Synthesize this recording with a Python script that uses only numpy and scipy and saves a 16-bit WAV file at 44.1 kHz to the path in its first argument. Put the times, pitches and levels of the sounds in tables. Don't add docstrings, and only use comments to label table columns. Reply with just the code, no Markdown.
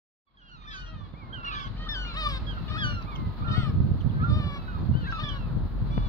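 import sys
import numpy as np
from scipy import signal
from scipy.fft import rfft, irfft
from scipy.io import wavfile
from scipy.ndimage import uniform_filter1d

SR = 44100
rng = np.random.default_rng(int(sys.argv[2]) if len(sys.argv) > 2 else 0)


def log_audio(samples):
    frames = np.atleast_2d(samples).T
    limited = np.clip(frames, -1, 1)
    pcm = np.round(limited * 32767).astype(np.int16)
    wavfile.write(sys.argv[1], SR, pcm)


N = 268260


# top time, lead-in, hold and tail in seconds, lead-in, top, shelf and end pitch in Hz,
# lead-in, top, shelf and end effort in dB, left-right in dB, left lead in ms, overtones in dB,
# dulling in dB per kHz, odd overtones in dB.
MEWS = [(0.372, 0.0026, 0.02, 0.09, 1696, 1656, 1430, 1377, -49, -36.5, -40.5, -41.5, -2.5, 0.33, 7.5, 5, 0),
        (0.417, 0.0016, 0.058, 0.032, 1670, 1673, 1505, 1427, -48, -44, -37.5, -45, -2, 0.25, 8, 4.5, 2),
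        (0.515, 0.0017, 0.037, 0.18, 1496, 1445, 1252, 1126, -49, -34, -42.5, -42, -3.5, 0.33, 0.5, 3.5, 5),
        (0.864, 0.002, 0.003, .003, 1680, 1710, 1590, 1580, -47, -45.5, -56, -63, 2, 0.36, 4.5, 0, -5),
        (0.92, 0.0023, 0.0014, 0.12, 1390, 1370, 1262, 1106, -40, -47, -48, -52.5, -6, -0.35, -1.5, 3, 3),
        (0.674, 0.029, 0.044, 0.16, 1258, 1794, 1552, 1373, -33, -32.5, -30, -40.5, 2, -0.23, -4, 0, 0),
        (1.33, 0.053, 0.022, 0.067, 1340, 1620, 1408, 1340, -40, -36, -42.5, -44.5, -4.5, 0.31, 11.5, 9, -3),
        (1.448, .025, 0.044, 0.15, 1289, 1420, 1253, 1050, -46, -34, -38.5, -49, -3.5, 0.36, 10.5, 7, -0.5),
        (1.47, 0.0015, 0.04, .01, 1400, 1410, 1305, 1280, -55, -58, -52, -49, -5, 0.34, 1.5, 3, 15.5),
        (1.48, 0.0024, 0.021, 0.15, 1738, 1714, 1570, 1497, -52, -52, -35.5, -43, -3, 0.32, -10, 1, 8),
        (1.548, 0.0022, .03, 0.035, 1700, 1710, 1600, 1600, -51, -46, -61, -59, -9, 0.37, 13, 5, -1),
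        (1.596, 0.0027, 0.014, 0.022, 1793, 1800, 1673, 1600, -61, -55.5, -56, -60.5, -10, 0.38, 7.5, -0.5, -2.5),
        (1.889, 0.028, 0.045, 0.19, 1229, 1812, 1538, 1330, -31.5, -37, -36, -50, 4.5, 0.14, 10, 3.5, 7),
        (2.468, 0.039, 0.042, 0.14, 1375, 1660, 1430, 1263, -79, -48, -61, -66, -9.5, 0.37, 11, 4.5, 1),
        (2.55, 0.0015, .02, .04, 1640, 1645, 1480, 1400, -59, -61, -67, -71, -6, 0.44, 12, 7, -2),
        (2.511, 0.0024, 0.045, 0.0035, 1663, 1608, 1324, 1350, -64, -49, -40, -45, -2, 0.41, -14, 8, -4),
        (2.779, 0.022, .04, .19, 1310, 1727, 1508, 1304, -25, -35.5, -30.5, -48, -1, 0.241, -0.5, 1.5, 2.5),
        (3.449, 0.049, 0.02, 0.085, 1170, 1410, 1379, 1242, -37, -35.5, -38.5, -41, -7, 0.46, -17.5, 4.5, 7.5),
        (4.204, 0.097, 0.0022, 0.0013, 1494, 1736, 1660, 1720, -43, -45, -55, -67, -1.5, 0.37, -31, 7, -8),
        (4.243, 0.053, 0.0089, 0.016, 1247, 1420, 1412, 1376, -31.5, -33, -41, -43, -7, 0.47, -21, 9.5, -4),
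        (4.554, 0.03, 0.017, 0.22, 1353, 1436, 1327, 1202, -60.5, -60, -50.5, -58.5, 0, 0.46, 0, 4.5, 5),
        (4.679, 0.016, 0.0074, 0.048, 1245, 1522, 1452, 1230, -54, -41, -45.5, -45, -6.5, 0.33, -14, 6, 6),
        (5.072, 0.037, 0.034, 0.0023, 1322, 1616, 1622, 1650, -43, -37.5, -32.5, -53, 0, 0.44, -23, -1, -4),
        (5.126, 0.0014, 0.0075, 0.074, 1357, 1372, 1304, 1237, -28, -35.5, -33.5, -52, 1.5, 0.13, -8, 1.5, 2.5),
        (5.236, 0.036, 0.049, 0.18, 1487, 1745, 1519, 1244, -60, -45, -49, -62, -10.5, 0.3, 8.5, 5, 2)]
BREAK_S, DROP_S = .013, .026
LEAD_IN_CLIMB_RATIO, LEAD_IN_SWELL_DB, HOLD_SAG_RATIO = 1.03, 18.5, 0.97
LEAD_IN_OVERTONES_DB = -21
TAIL_KNEE, TAIL_KNEE_LOSS = 0.38, 0.45

# top time, rise and tail in seconds, start, top and end pitch in Hz,
# start, top and end effort in dB, left-right in dB, left lead in ms, overtones in dB,
# dulling in dB per kHz, odd overtones in dB.
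YELPS = [(0.283, 0.0091, .002, 1150, 1118, 1030, -38, -37.5, -67, -5, 0.27, -1.5, 0, -4),
         (0.315, 0.0086, .002, 1110, 1115, 1073, -51, -46, -71, 1, 0.4, -4, 3, 10),
         (0.35, 0.0075, .002, 1110, 1110, 1080, -52, -44, -70, -3, 0.33, -4, 7, 10),
         (1.2, .05, 0.2, 1070, 1201, 996, -51.5, -46.5, -66, -1, 0.45, 7, 7.5, -5),
         (2.093, 0.041, 0.066, 1067, 1220, 1040, -50, -50.5, -65, -5, 0.45, 5.5, 3, -2.5),
         (3.105, 0.045, 0.22, 1078, 1213, 956, -52, -46, -62.5, -5, 0.503, 2.5, 6, -4),
         (1.135, 0.059, .002, 1153, 1196, 1080, -60, -59.5, -70, 1, 0.32, -7, 2.5, 8),
         (4.999, .06, 0.04, 1417, 1540, 1276, -52.5, -49.5, -51, 2.5, .42, 4.5, 4.5, 6)]
YELP_SHELF_RATIO, YELP_EARLY_RISE = .9, 0.96

SCOOPS = [(5.082, .038, .002, 845, 1130, 1110, -60, -56, -99, .1, .41, 14, 2.1, -8),
          (4.232, .03, .002, 1050, 1330, 1390, -54, -50, -85, -7, .43, 0, 3.5, 0),
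          (3.445, .028, .002, 1120, 1220, 1300, -60, -58, -90, -6, .47, 8, 4, -8)]
SCOOP_SHELF_RATIO, SCOOP_EARLY_RISE = 1.1, 0.32

# top time, rise and tail in seconds, start, top and end pitch in Hz,
# start, top and end effort in dB, share of the rise in the last kick (0-1), left-right in dB,
# left lead in ms, overtones in dB, dulling in dB per kHz, odd overtones in dB.
LONG_CALLS = [(.93, 0.12, 0.15, 613, 640, 560, -54, -40.5, -53, 0.12, 6, .01, 0.5, 5, 7.5),
              (1.85, 0.085, 0.17, 593, 635, 594, -49.5, -42, -54, 0.16, 0.1, 0.097, 0.2, 3, 9.5),
              (2.195, 0.05, 0.041, 545.4, 641, 591, -39.5, -33, -30.5, 0.01, 4, 0.19, 5, 1.5, -1),
              (2.3, .012, 0.041, 574, 563, 518, -32.5, -35, -37, 0.2, 2.5, 0.18, 0, 0.5, 0),
              (2.777, 0.095, 0.11, 602.6, 641, 583, -44.5, -34.5, -38.5, 0.65, 5, 0.16, 1, 2.5, 0),
              (3.575, 0.098, 0.088, 601, 649.5, 579.5, -49, -37.5, -44, 0.6, 9.5, 0.15, 0, 1.7, 4),
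              (3.575, 0.028, 0.094, 703, 736, 551, -51, -42, -51, 0, -2.5, 0.091, 14, 5.5, 0),
              (4.38, 0.15, 0.16, 581, 619.7, 561, -56, -36, -36, 0.4, 4.5, 0.17, -0.5, 2.5, -1.5),
              (5.215, 0.038, 0.12, 579, 626, 551, -48, -37.5, -43, 0.5, 6, 0.18, 5, 3, 1.5),
              (5.971, 0.065, 0.0018, 568, 595, 577, -44, -39, -42, 0.14, 2, 0.36, -1.5, 2, -7),
              (6.04, .015, .002, 585, 592, 563, -44, -41.5, -43, 0, 1.5, 0.32, -1.5, 1.5, -4)]
HOARSE_CALLS = [(.655, 0.034, .002, 549, 649, 640, -59, -56, -65, 0.22, -4, 0.35, 25, 4, 0),
                (.74, 0.04, 0.045, 625, 656, 615, -64, -54, -58.5, 0.2, -2.5, 0.32, 19.5, -0.4, 0.1),
                (1.463, .03, .002, 550, 640, 620, -58, -54, -70, .4, -2.5, .38, 24, 5, 0),
                (1.56, .085, 0.08, 560, 590, 545, -58, -55.5, -63, 0.1, -2.5, 0.388, 28, 4.5, 0.8),
                (2.7, 0.016, .002, 583.6, 596, 585, -51, -51.5, -63, 0, 2, 0.097, 10, 1.5, 3.5),
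                (3.489, .015, .002, 584, 597, 590, -53, -54.5, -66, 0.2, 6, 0.16, 9, 3, 3),
                (5.2, 0.094, 0.039, 558, 596, 570, -55, -57, -62, 0.08, 2, 0.23, 11.5, 1, -2)]
LONG_SHELF_RATIO, LONG_EARLY_RISE = 0.95, .82
FALL_S, KICK_S = 0.037, 0.026
NEAR_DB = -35.5

# frequency in Hz, level in dB.
HIGH_COLOUR = [(1000, 4), (1600, -1.64), (2400, -3.5), (3000, -1.5), (3600, 2.5), (4500, -12.5),
               (5200, -12), (6200, -14.5), (6900, -30.5), (7500, -26), (9000, -79)]
LOW_COLOUR = [(600, -15.5), (1200, -4), (1800, -13.5), (2400, -12.5), (3000, -11.5), (3600, -4.5),
              (4200, -13), (5000, -16.5), (5600, -22), (6200, -33.5), (6700, -49.5), (7600, -25.5),
              (8600, -37.5), (9500, -52.5), (11400, -31.5), (13000, -56)]
HIGH_ROUGH, LOW_ROUGH, HOARSE_ROUGH = .09, .12, .5
START_ROUGH, CLIMB_ROUGH = .6, .22

# start and length in seconds, start and end pitch in Hz, level in dB,
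# left lead in ms, octave against fundamental in dB.
CHIPS = [(3.017, .012, 3430, 2200, -55, 0.49, 1), (3.146, 0.032, 3810, 2430, -47.5, 0.42, -7),
         (3.996, 0.032, 3940, 2420, -53.5, 0.36, -11.5), (4.09, 0.028, 3750, 2660, -54, 0.4, -23),
         (5.105, 0.027, 3180, 2300, -58, 0.32, -2), (5.189, .025, 3280, 2400, -54, 0.34, -7),
         (5.28, 0.028, 3390, 2360, -55, 0.3, 2), (2.397, 0.012, 3040, 2290, -56, 0.33, -7)]
CHIP_GRAIN_DB = 5

# frequency in Hz, left-right in dB.
SHADOW = [(800, -3.5), (1300, 0), (2000, 0.5), (2800, -2), (4000, -2), (6000, -5), (9000, 7.5)]
ECHO_T60_S, ECHO_CUT_HZ, ECHO_DB = 0.37, 9600, -17

# start in seconds, drive of the swing in dB, left-right in dB,
# pop against the swing's drive in dB.
THUMPS = [(1.136, -32, -35, -9), (2.935, -45, 9, -8), (3.26, -33, -24, -29), (3.407, -31, 28, -18),
          (3.482, -18, 8, -26), (3.578, -27, 40, -32), (3.633, -19.5, 15.5, -30),
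          (3.802, -15.5, -21.5, -26), (3.883, -28, -4, -27), (3.914, -14.5, -19, -29),
          (4.062, -21, -19, -17), (4.229, -23, 17.5, -11.5), (4.298, -30, 18, -21), (4.345, -22, 5, -18),
          (4.398, -22.5, -18.5, -9), (4.467, -25.5, -17, -26), (4.644, -48, -6, -17.5),
          (4.829, -21.5, 4, -24), (4.912, -17.5, -18.5, -27), (4.952, -22.5, 35.5, -28),
          (5.572, -17, 13.5, -24), (5.975, -22.5, 24, -2.5)]
GUST_S, GUST_DB, GUST_SIDE = 0.11, -11.5, 0.4

# time in seconds, level in dB, left-right in dB.
WIND_SWELL = [(.26, -42.5, -2), (.96, -32.5, 0.5), (1.5, -40.5, -2), (1.67, -35.5, 2), (2.2, -40, -1.5),
              (2.5, -35, -0.5), (2.84, -28.5, 5.5), (3.1, -37, -4), (3.27, -26, -2.5), (3.36, -38, -4),
              (3.6, -29, 7.5), (4.02, -29.5, -5.5), (4.36, -21.5, -1), (4.5, -34.5, -1), (4.78, -38, -5),
              (4.9, -28.5, 1), (5.4, -35, -0.5), (5.6, -31.5, 0.5), (6.08, -29, 1)]
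# frequency in Hz, relative density in dB per Hz.
WIND_TONE = [(40, -48.5), (65, 1.5), (100, 1.5), (140, -1), (200, -8), (300, -18), (430, -27.5),
             (700, -36.5), (1200, -83.5)]
RUMBLE_TONE = [(22, -22.5), (33, 12.5), (40, 14.5), (46, 33.5), (53, 27.5), (62, 9), (90, -51.5)]
FAR_TONE = [(250, 8), (430, -2), (830, -2.5), (950, -0.5), (1280, -4.5), (1720, -12), (2200, -21),
            (3120, -23), (4190, -19.5), (4900, -29.5), (5790, -48), (7000, -46), (8500, -85.5)]
HISS_TONE = [(6000, -11), (8700, -18.5), (10500, -2), (13000, 0), (15000, 3), (15700, 2.5)]

# time in seconds, level in dB.
RUMBLE_SWELL = [(.26, -45), (.89, -32), (1.2, -46), (1.55, -41.5), (1.91, -34.5), (2.85, -39.5),
                (3.01, -35), (3.6, -46), (4.1, -45.5), (4.33, -43.5), (5.35, -38.5), (5.65, -33.5),
                (6.08, -28.5)]
RUMBLE_TRIM_DB, DRONE_TRIM_DB, DRONE_HZ = -3.5, 3.5, 45.15

# time in seconds, level in dB.
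FLOCK = [(.26, -52.5), (.8, -51.5), (1.2, -59.5), (1.75, -53), (2.55, -55), (3.3, -58), (3.9, -60.5),
         (4.85, -58.5), (5.6, -59.5), (6.08, -58)]
HISS = [(.26, -80), (2.25, -76.5), (2.6, -72.5), (3.3, -71.5), (3.6, -72), (6.08, -72)]
WHINE = [(1.7, -62), (2.3, -51.5), (3.0, -60.5), (3.7, -50), (4.1, -66.5), (4.4, -77.5)]
WHINE_HZ = 1250
TOWN_DB, FLICKER_DB = -46.5, 1.2
SCATTER_DB, SCATTER_S = -27, 0.24

FADE_START_S, FADE_S = 0.25, 2.054
OVERLOAD_PEAK, CUTOFF_HZ = .62, 15750


def gulls():
    out = np.zeros((2, N))
    for row in MEWS:
        sing(out, mew(*row[:-5]), row[-5:], HIGH_COLOUR, HIGH_ROUGH, 5, lead_in=row[1] > BREAK_S)
    for row in YELPS:
        rows = arch(YELP_SHELF_RATIO, YELP_EARLY_RISE, *row[:-5])
        sing(out, rows, row[-5:], HIGH_COLOUR, HIGH_ROUGH, 4)
    for row in SCOOPS:
        rows = arch(SCOOP_SHELF_RATIO, SCOOP_EARLY_RISE, *row[:-5])
        sing(out, rows, row[-5:], HIGH_COLOUR, HIGH_ROUGH, 4)
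    for row in LONG_CALLS:
        rows = arch(LONG_SHELF_RATIO, LONG_EARLY_RISE, *row[:-5])
        rough = [START_ROUGH, CLIMB_ROUGH] + [LOW_ROUGH] * 4
        count = 21 if max(row[6:9]) > NEAR_DB else 14
        sing(out, rows, row[-5:], LOW_COLOUR, rough, count)
    for row in HOARSE_CALLS:
        rows = arch(LONG_SHELF_RATIO, LONG_EARLY_RISE, *row[:-5])
        sing(out, rows, row[-5:], LOW_COLOUR, HOARSE_ROUGH, 10)
    return out


def sing(out, rows, setting, colour, rough, count, lead_in=False):
    pan_db, lead_ms, overtones_db, dulling_db, odd_db = setting
    overtones_db = np.full(len(rows), float(overtones_db))
    if lead_in:
        overtones_db[:2] = LEAD_IN_OVERTONES_DB
    harmonics_db = voice(rows, colour, overtones_db, dulling_db, odd_db, count)
    tone, start_s = cry(rows, rough, harmonics_db)
    add(out, tone, start_s, lead_ms, pan_db)


def mew(s, lead_s, hold_s, tail_s, lead_hz, top_hz, shelf_hz, end_hz,
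        lead_db, top_db, shelf_db, end_db):
    lead_s = max(lead_s, .002)
    shelf_s = s + hold_s + DROP_S
    knee_hz = shelf_hz + TAIL_KNEE * (end_hz - shelf_hz)
    knee_db = shelf_db + TAIL_KNEE_LOSS * (end_db - shelf_db)
    return [(s - lead_s, lead_hz, lead_db - LEAD_IN_SWELL_DB),
            (s - min(BREAK_S, lead_s / 2), min(lead_hz * LEAD_IN_CLIMB_RATIO, top_hz), lead_db),
            (s, top_hz, top_db),
            (s + hold_s, top_hz * HOLD_SAG_RATIO, top_db),
            (shelf_s, shelf_hz, shelf_db),
            (shelf_s + TAIL_KNEE * tail_s, knee_hz, knee_db),
            (shelf_s + tail_s, end_hz, end_db)]


def arch(shelf_ratio, early_rise, s, rise_s, tail_s, start_hz, top_hz, end_hz,
         start_db, top_db, end_db, kick=0):
    after_s = FALL_S + tail_s
    plateau_hz = top_hz - kick * (top_hz - start_hz)
    half_hz = start_hz + early_rise * (plateau_hz - start_hz)
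    kick_s = min(KICK_S, rise_s / 4)
    kick_hz = plateau_hz - (plateau_hz - half_hz) * 2 * kick_s / rise_s
    shelf_db = top_db + (end_db - top_db) * FALL_S / after_s
    return [(s - rise_s, start_hz, start_db),
            (s - rise_s / 2, half_hz, top_db),
            (s - kick_s, kick_hz, top_db),
            (s, top_hz, top_db),
            (s + FALL_S, shelf_ratio * top_hz, shelf_db),
            (s + after_s, end_hz, end_db)]


def voice(rows, colour, overtones_db, dulling_db, odd_db, count):
    colour_hz, colour_db = np.transpose(colour)
    order = np.arange(1, count + 1)[:, None]
    hz = order * np.transpose(rows)[1]
    coloured_db = np.interp(np.log(hz), np.log(colour_hz), colour_db)
    overtones = (overtones_db + odd_db * (order % 2)) * (order > 1)
    return coloured_db + overtones - dulling_db * (hz - hz[0]) / 1000


def cry(rows, rough, harmonics_db, edge_s=.012, release_s=0.023, dulling=0.14, break_db=.45):
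    s, hz, level_db = np.transpose(rows)
    t = np.arange(s[0] - edge_s, s[-1] + release_s, 1 / SR)
    count = len(t)
    rough = np.interp(t, s, np.broadcast_to(rough, s.shape))
    waver = .04 * rough * drift(70, count)
    pitch_hz = uniform_filter1d(np.interp(t, s, hz), size=400)
    phase = 2 * np.pi * np.cumsum(pitch_hz * (1 + waver)) / SR
    rising = np.maximum(np.gradient(np.log2(pitch_hz)) * SR - 3, 0)
    effort_db = np.interp(t, s, level_db) - break_db * rising
    tone = 0
    for k, db in enumerate(harmonics_db):
        shared_db = 2.4 * drift(14, count) + 8 * rough * drift(50, count)
        flutter = rms_one(amp([shared_db + 1.5 * drift(14, count) for port in range(2)]))
        blur = .022 * (k + 1) * drift(60, count)
        dull = amp(dulling * np.log2(k + 1) * (effort_db - level_db.max()))
        wave = np.sin((k + 1) * phase + blur + rng.uniform(0, 2 * np.pi))
        tone = tone + amp(np.interp(t, s, db)) * dull * flutter * wave
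    edges = np.clip(np.minimum((t - t[0]) / edge_s, (t[-1] - t) / release_s), 0, 1) ** 2
    return np.sqrt(2) * tone * amp(effort_db) * edges, t[0]


def small_bird(pan_db=-5, treble_cut_hz=5500, waver_rad=.45):
    out = np.zeros((2, N))
    for s, length_s, start_hz, end_hz, db, lead_ms, octave_db in CHIPS:
        count = round(length_s * SR)
        pitch_hz = np.geomspace(start_hz, end_hz, count)
        phase = 2 * np.pi * np.cumsum(pitch_hz) / SR + waver_rad * drift(300, count)
        level = amp(db + CHIP_GRAIN_DB * drift(150, count)) * np.sqrt(np.hanning(count))
        whistle = np.sin(phase) + amp(octave_db) * np.sin(2 * phase)
        add(out, level * whistle, s, lead_ms, pan_db)
    return signal.sosfilt(signal.butter(9, treble_cut_hz, fs=SR, output="sos"), out)


def shadowed(x):
    hz = np.maximum(np.fft.rfftfreq(N, 1 / SR), 1)
    shadow_hz, tilt_db = np.transpose(SHADOW)
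    tilt_db = np.interp(np.log(hz), np.log(shadow_hz), tilt_db)
    return irfft(rfft(x) * amp(tilt_db / 2 * [[1], [-1]]), N)


def echoes(x):
    t = np.arange(round(ECHO_T60_S * SR)) / SR
    tail = rng.standard_normal((2, len(t))) * amp(-60 * t / ECHO_T60_S) * (t > .012)
    tail = signal.sosfilt(signal.butter(2, ECHO_CUT_HZ, fs=SR, output="sos"), tail)
    tail = tail / np.sqrt(np.sum(tail ** 2, axis=1, keepdims=True))
    return amp(ECHO_DB) * signal.fftconvolve(x, tail, axes=1)[:, :N]


def thumps(hz=130, cycles=0.85, sharp_hz=500, pop_hz=1100, pop_cut_hz=3500):
    swings, pops = np.zeros((2, 2, N))
    for s, db, pan_db, pop_db in THUMPS:
        drive = amp(db + np.array([1, -1]) * pan_db / 2)
        swings[:, round(s * SR)] = drive
        pops[:, round((s + .5 / hz) * SR)] = drive * amp(pop_db)
    t = np.arange(round(0.11 * SR)) / SR
    swing = np.sin(2 * np.pi * hz * t) * np.exp(-t * hz / cycles)
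    swing = signal.sosfilt(signal.butter(2, sharp_hz, fs=SR, output="sos"), swing)
    pop = t * pop_hz * np.exp(1 - t * pop_hz * np.e) * np.e
    pop = signal.sosfilt(signal.butter(4, pop_cut_hz, fs=SR, output="sos"), pop)
    swung = signal.fftconvolve(swings, [swing], axes=1)
    return (swung - signal.fftconvolve(pops, [pop], axes=1))[:, :N]


def wind(lumpy_db=5.0, lump_hz=29.6):
    lumps = np.array([amp(2 * lumpy_db * np.tanh(drift(lump_hz) / 2)) for port in range(2)])
    return coloured(pair(.12) * lumps, WIND_TONE) * churning()


def churning():
    sign = np.array([[1], [-1]])
    level_db, pan_db = in_time(WIND_SWELL)
    power = amp(level_db + pan_db / 2 * sign) ** 2
    t = np.arange(N) / SR
    for s, db, side_db, _ in THUMPS:
        near = slice(round((s - 3 * GUST_S) * SR), round((s + 3 * GUST_S) * SR))
        peak = amp(db + GUST_DB + GUST_SIDE * side_db / 2 * sign)
        power[:, near] += (peak * np.exp(-((t[near] - s) / GUST_S) ** 2)) ** 2
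    return np.sqrt(power)


def town_rumble():
    pitch_hz = DRONE_HZ * (1 + 0.0731 * drift(1.48))
    drone = amp(DRONE_TRIM_DB) * np.sin(2 * np.pi * np.cumsum(pitch_hz) / SR)
    rumble = amp(RUMBLE_TRIM_DB) * coloured(pair(0.42), RUMBLE_TONE)
    return (rumble + drone) * amp(in_time(RUMBLE_SWELL)[0])


def background(birds, split_hz=2000):
    far = coloured(pair(1.0, apart_hz=890), FAR_TONE)
    low = signal.sosfiltfilt(signal.butter(2, split_hz, fs=SR, output="sos"), far)
    town = rms_one(low) * amp(TOWN_DB + 1.1 * drift(2.5))
    cries_power = uniform_filter1d(np.mean(birds ** 2, axis=0), round(SCATTER_S * SR))
    scatter_power = amp(SCATTER_DB) ** 2 * np.maximum(cries_power, 0)
    blur = np.sqrt(amp(in_time(FLOCK)[0]) ** 2 + scatter_power)
    flock = rms_one(far - low) * blur * amp(FLICKER_DB * drift(14))
    hiss = coloured(pair(0), HISS_TONE) * amp(in_time(HISS)[0])
    t = np.arange(N) / SR
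    sounding = (t > WHINE[0][0]) * (t < WHINE[-1][0])
    whine = amp(in_time(WHINE)[0]) * np.sin(2 * np.pi * WHINE_HZ * t) * sounding
    return town + flock + hiss + whine


def amp(db):
    return 10 ** (np.asarray(db, float) / 20)


def rms_one(x):
    return x / np.sqrt(np.mean(x ** 2) + 1e-20)


def in_time(rows):
    s, *columns = np.transpose(rows)
    return [np.interp(np.arange(N) / SR, s, column) for column in columns]


def drift(rate_hz, count=N):
    r = np.exp(-2 * np.pi * rate_hz / SR)
    noise = rng.standard_normal(count + 4000)
    return rms_one(signal.lfilter([1], [1, -2 * r, r * r], noise)[4000:])


def coloured(x, tone):
    hz = np.maximum(np.fft.rfftfreq(N, 1 / SR), 1)
    tone_hz, tone_db = np.transpose(tone)
    gain = amp(np.interp(np.log(hz), np.log(tone_hz), tone_db)) * (hz > tone_hz[0] / 2)
    return rms_one(irfft(rfft(x) * gain, N))


def pair(alike, apart_hz=SR / 4):
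    mid, side = rng.standard_normal((2, N))
    alike = np.clip(alike, 0, .95)
    low_mid, low_side = signal.lfilter(*signal.butter(1, apart_hz, fs=SR), [mid, side])
    mid = mid + (np.sqrt(1 + alike) - 1) * low_mid
    side = side + (np.sqrt(1 - alike) - 1) * low_side
    return mid + side * [[1], [-1]]


def add(out, sound, s, lead_ms, pan_db):
    count = np.shape(sound)[-1]
    sign = np.array([[1], [-1]])
    at = round(s * SR) + np.arange(count)
    turn = np.exp(sign * 1j * np.pi * np.fft.rfftfreq(count) * lead_ms * SR / 1000)
    placed = np.fft.irfft(np.fft.rfft(sound) * turn, count) * amp(sign * pan_db / 2)
    out[:, at[at < N]] += placed[:, at < N]


def scene():
    birds = shadowed(gulls() + small_bird())
    return birds + echoes(birds) + thumps() + wind() + town_rumble() + background(birds)


def record(dry):
    fade = np.clip((np.arange(N) / SR - FADE_START_S) / FADE_S, 0, 1)
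    rounded = OVERLOAD_PEAK * np.tanh(dry / OVERLOAD_PEAK)
    top_cut = signal.ellip(12, .5, 70, CUTOFF_HZ, fs=SR, output="sos")
    return signal.sosfilt(top_cut, rounded * fade)


dry = scene()
out = record(dry)
log_audio(out)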